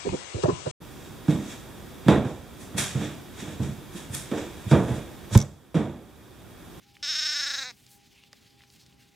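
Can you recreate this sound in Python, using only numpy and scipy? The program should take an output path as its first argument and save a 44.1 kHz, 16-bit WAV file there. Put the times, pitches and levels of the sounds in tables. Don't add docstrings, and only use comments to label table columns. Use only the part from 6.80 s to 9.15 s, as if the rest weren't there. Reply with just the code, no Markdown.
import sys
import numpy as np
from scipy import signal
from scipy.io import wavfile
from scipy.ndimage import uniform_filter1d

SR = 44100
rng = np.random.default_rng(int(sys.argv[2]) if len(sys.argv) > 2 else 0)


def decibels_to_gain(level_db):
    exponent = np.asarray(level_db, float) / 20
    return 10 ** exponent


def wrap_up_sound(samples):
    columns = np.atleast_2d(samples).T
    tamed = np.clip(columns, -1, 1)
    steps = np.round(tamed * 32767).astype(np.int16)
    wavfile.write(sys.argv[1], SR, steps)


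N = 103635

# frequency in Hz, relative density in dB per Hz.
ROOM_SPECTRUM = [(25, -52), (60, -1), (250, -3), (450, -17.5), (1200, -21), (2900, -13.5), (5000, -16),
                 (9000, -25), (16500, -29.5)]
# frequency in Hz, side level minus mid level in dB.
ROOM_SPREAD = [(60, -18.5), (380, 2), (950, -1.5), (2400, -18.5), (15000, -16.5)]
# frequency in Hz, level in dB, width of the wobble in Hz,
# strength of a steady sine beside the wavering part (as a factor on its peak).
WHINE_TONES = [(125, -70, 10, .8), (403.7, -78, 2, 3.9), (807, -72, 9, 2)]
# start in seconds, length in seconds, level in dB before the swell,
# centre in Hz, width in Hz.
STRAW_RUSTLES = [(0.135, 0.048, -64, 2760, 2500), (0.923, 0.2, -64, 4192, 5950),
                 (1.085, .11, -56.5, 4230, 7950), (1.341, 0.13, -60.5, 2460, 810),
                 (1.771, 0.062, -64, 2360, 1500), (1.887, 0.12, -61.5, 3830, 3950),
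                 (1.988, 0.066, -58, 3950, 1910)]
# start in seconds, peak level in dB, frequency in Hz.
STRAW_SNAPS = [(0.153, -44, 3060), (.168, -38.5, 2180), (1.0654, -40, 4930), (1.115, -41, 9000),
               (1.4374, -40, 2800), (1.53, -35, 4700), (1.531, -42, 1770), (1.533, -47, 595),
               (1.807, -46.5, 1940), (1.819, -45, 2880), (1.8367, -44, 2220), (1.902, -43, 4280),
               (2.0635, -41, 4400), (2.126, -50, 2570)]
# time in seconds, pitch in Hz.
PITCH_TURNS = [(.225, 294.5), (0.246, 296.1), (0.259, 279.9), (0.3, 316.4), (0.332, 286.6), (0.339, 260.2),
               (0.363, 307.7), (0.378, 301.8), (0.393, 320.5), (0.412, 288.4), (0.433, 309.8),
               (0.445, 299.5), (0.463, 319.2), (0.482, 288.2), (0.496, 303.3), (0.51, 294.8),
               (0.529, 312.3), (0.548, 276.8), (0.566, 297), (0.586, 283.4), (0.601, 303.4), (0.623, 273.3),
               (0.636, 283.1), (0.65, 262.5), (0.673, 296.4), (0.694, 267), (0.711, 294.6), (0.727, 259.2),
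               (0.747, 287.3), (.768, 250.1), (0.791, 278.8), (0.809, 261.9), (0.826, 272.6), (.842, 241.5),
               (.862, 252.2), (0.883, 254.3), (0.918, 230)]
# time in seconds, then levels in dB of
MOUTH_LEVELS = [(.23, -41.5, -53, -42, -35, -57.5), (.3, -39.5, -52.5, -37.5, -31.5, -57.5),
                (.46, -37.5, -45, -38.5, -30.5, -55.5), (.62, -38.5, -40, -40.5, -33, -54),
                (.75, -40.5, -41.5, -41.5, -39, -52.5), (.84, -42.5, -44.5, -43.5, -53, -49.5),
                (.87, -50.5, -48.5, -44.5, -53, -50.5), (.912, -51.5, -73, -51.5, -55, -53)]
# frequency in Hz, relative level in dB.
PULSE_SPECTRUM = [(300, -38.5), (1000, -14), (1500, 3.5), (2300, 1.5), (3100, 1.5), (5000, 2.5), (6800, -6),
                  (8800, -17), (16000, -44.5)]
# mid-call frequency in Hz, width in Hz, dB gained on a full beat (and lost
# between beats) at the start, the same at the end, Hz moved over the call.
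THROAT_RINGS = [(1650, 300, 1.5, 4.5, 74), (3840, 170, 2, 12, 189), (5370, 150, 2.5, 1.5, -45)]
# frequency in Hz, width in Hz, level in dB relative to the plain pulses.
UPPER_RINGS = [(6350, 450, -3), (7200, 600, -7), (9600, 900, -31), (12900, 1900, -21), (14700, 1300, -27)]


def evened(x):
    return x / np.sqrt(np.mean(x ** 2) + 1e-20)


def read(points, hz):
    f, value = np.transpose(points)
    return np.interp(np.log(hz + 1), np.log(f + 1), value)


def add(mix, s, sound):
    part = mix[round(s * SR):][:len(sound)]
    part += sound[:len(part)]


def resonate(x, hz, width):
    turn = np.exp(2j * np.pi * np.cumsum(hz * np.ones(len(x))) / SR)
    r = np.exp(-np.pi * abs(width) / SR)
    return 2 * (turn * signal.lfilter([1 - r], [1, -r], x / turn + 1e-18)).real


def colour(x, points, size=2048):
    log_gain = np.log(decibels_to_gain(read(points, abs(np.fft.fftfreq(size, 1 / SR)))))
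    response = np.fft.ifft(np.exp(np.conj(signal.hilbert(log_gain)))).real
    return signal.oaconvolve(x, response)[:len(x)]


def rumble_and_hiss():
    level_db, patch_db, flicker_db = -61, 1.5, 3
    frames, hz = N // 512 + 5, np.fft.rfftfreq(2048, 1 / SR)
    a, b, c, d, patches = rng.standard_normal((5, len(hz), frames))
    patches = uniform_filter1d(patches, size=40, axis=0)
    patches = evened(uniform_filter1d(patches, size=5, axis=1))
    flicker = flicker_db * (hz[:, None] > 1500) * rng.standard_normal(frames)
    gain = decibels_to_gain(read(ROOM_SPECTRUM, hz)[:, None] + patch_db * patches + flicker)
    spread = decibels_to_gain(read(ROOM_SPREAD, hz))[:, None]
    spectra = np.array([a + 1j * b, (c + 1j * d) * spread]) * gain
    mid, side = signal.istft(spectra, nperseg=2048, noverlap=1536)[1][:, :N]
    return decibels_to_gain(level_db) * np.array([mid, side]) / np.std(mid)


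def whine():
    total = np.zeros(N)
    for f, db, width, steady in WHINE_TONES:
        noise = rng.standard_normal(N + SR)
        wavering = evened(resonate(resonate(noise, f, width), f, width)[SR:])
        sine = np.sin(2 * np.pi * f * np.arange(N) / SR)
        total += decibels_to_gain(db) * evened(wavering + steady * sine)
    return total


def room():
    mid, side = rumble_and_hiss()
    tone = whine()
    mid, side = mid + tone, side + 0.017 * tone
    return np.array([mid + side, mid - side])


def echo(x):
    t60_s, density = .12, .05
    t = np.arange(SR // 4) / SR
    hits = rng.standard_normal((2, len(t))) * (rng.random((2, len(t))) < density)
    taps = hits * decibels_to_gain(-60 * t / t60_s) * (t > .001)
    return signal.fftconvolve(x[None], taps / np.linalg.norm(taps[0]), axes=1)[:, :N]


def rustle(length, f, width):
    grains_per_s, grain_spread_db, steady = 1800, 3.5, .8
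    u = np.arange(round(length * SR)) / round(length * SR)
    chance, size, sign = rng.random((3, len(u)))
    grains = (chance < grains_per_s / SR) * np.sign(sign - .5)
    grains = grains * decibels_to_gain(-grain_spread_db * np.log(np.maximum(size, .03)))
    noise = np.diff(evened(grains) + steady * evened(sign - .5), prepend=0)
    swell = np.sin(np.pi * u ** 0.65)
    return swell * evened(resonate(resonate(noise, f, width), f, 2 * width))


def snap(f):
    width, t60_s = .5 * f, .012
    t = np.arange(SR // 20) / SR
    burst = (rng.standard_normal(len(t)) * 0.58 + (t == 0) * 3) * decibels_to_gain(-60 * t / t60_s)
    burst = resonate(resonate(burst, f, width), f, 2 * width)
    return burst / abs(burst).max()


def straw():
    mix = np.zeros(N)
    for start, length, db, f, width in STRAW_RUSTLES:
        add(mix, start, decibels_to_gain(db) * rustle(length, f, width))
    for s, db, f in STRAW_SNAPS:
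        add(mix, s, decibels_to_gain(db) * snap(f))
    return mix


def quavering_pitch(t):
    s, pitch = np.transpose(PITCH_TURNS)
    turn = np.arange(len(s))
    step = np.interp(t, s, turn)
    hz = np.interp(step - np.sin(2 * np.pi * step) / (4 * np.pi), turn, pitch)
    return hz, hz - uniform_filter1d(hz, round(.04 * SR), mode="nearest")


def vocal_folds(since, hz, quaver, u, drift, force_db_per_hz):
    jitter, shimmer, puff_cycles, breath_db, breath_rise_db = .008, .05, .6, -9, 4
    b, c = rng.standard_normal((2, len(hz)))
    unsteady = jitter * (1 + 2 * np.exp(-since / .04))
    turns = np.cumsum(hz * (1 + unsteady * evened(uniform_filter1d(drift, size=150)))) / SR
    folds = evened(sum(np.cos(2 * np.pi * k * turns) for k in range(1, 64)))
    folds = folds * (1 + shimmer * evened(uniform_filter1d(b, size=150)))
    breath = decibels_to_gain(breath_db + breath_rise_db * u - 2 * force_db_per_hz * quaver)
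    puffs = np.exp(-(turns % 1) / puff_cycles) * np.diff(c, prepend=0)
    return folds, breath * evened(puffs)


def upper_rings(pulses, airy, quaver):
    swing_hz_per_hz, swing_db_per_hz = 24.8, 0.074
    steady, swinging = 0, 0
    for f, width, db in UPPER_RINGS[2:]:
        steady = steady + decibels_to_gain(db) * evened(resonate(resonate(airy, f, width), f, 2 * width))
    for k, (f, width, db) in enumerate(UPPER_RINGS[:2]):
        swinging = swinging + decibels_to_gain(db) * evened(resonate(pulses, f + k * swing_hz_per_hz * quaver, width))
    return steady + decibels_to_gain(swing_db_per_hz * quaver) * swinging


def throat(pulses, levels, quaver, u):
    beat = np.tanh(quaver / 6)
    out = 0
    for level, (f, width, first, last, move) in zip(levels, THROAT_RINGS):
        gain = level * decibels_to_gain((first + (last - first) * u) * beat)
        out = out + gain * evened(resonate(pulses, f + move * (u - .5), width))
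    return out


def closing_mouth(voice, pulses, t, u):
    close_s, ring_hz, ring_width_hz, ring_db = 0.808, 2230, 580, -47.5
    shut = 1 / (1 + np.exp((close_s - t) * 200))
    voice = voice + decibels_to_gain(ring_db) * evened(resonate(pulses, ring_hz, ring_width_hz)) * shut
    return voice - np.maximum(shut, u ** 2) * resonate(voice, 3050, 800)


def treble_hollow(voice, quaver, drift):
    centre_hz, width_hz, hz_per_hz, wander_hz = 7300, 900, -30, 350
    wander = wander_hz * evened(uniform_filter1d(drift, size=700))
    return voice - resonate(voice, centre_hz + hz_per_hz * quaver + wander, width_hz)


def bleat():
    force_db_per_hz, low_hz, low_width_hz = 0.1028, 770, 910
    start, end = PITCH_TURNS[0][0], PITCH_TURNS[-1][0]
    t = np.arange(start, end + .03, 1 / SR)
    u = (t - t[0]) / (t[-1] - t[0])
    hz, quaver = quavering_pitch(t)
    drift = rng.standard_normal(len(t))
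    folds, breath = vocal_folds(t - start, hz, quaver, u, drift, force_db_per_hz)
    gate = np.minimum((t - start) / .002, 1) * np.clip((end - t) / .008, 0, 1)
    drive = (folds + breath) * gate
    airy = (.4 * folds + breath) * gate

    times, *columns = np.transpose(MOUTH_LEVELS)
    plain, *rings, low = (decibels_to_gain(np.interp(t, times, column)) for column in columns)
    pulses = colour(drive, PULSE_SPECTRUM)
    voice = plain * (evened(pulses) + upper_rings(pulses, airy, quaver))
    low_harmonics = resonate(resonate(drive, low_hz, low_width_hz), low_hz, low_width_hz)
    voice = (voice + low * evened(low_harmonics)) * decibels_to_gain(force_db_per_hz * quaver)
    voice = voice + throat(pulses, rings, quaver, u)
    voice = closing_mouth(voice, pulses, t, u)
    voice = treble_hollow(voice, quaver, drift)
    mix = np.zeros(N)
    add(mix, start, voice)
    return mix


def scene():
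    near = bleat() + straw()
    return near + decibels_to_gain(-17) * echo(near) + room()


def band_limit(x):
    return signal.sosfilt(signal.butter(12, 16750, fs=SR, output="sos"), x)


def record(dry):
    lowpass = signal.firwin(511, 16720, window="blackman", fs=SR)
    finished = signal.oaconvolve(dry, lowpass[None], "same")
    return band_limit(finished)


dry = scene()
out = record(dry)
wrap_up_sound(out)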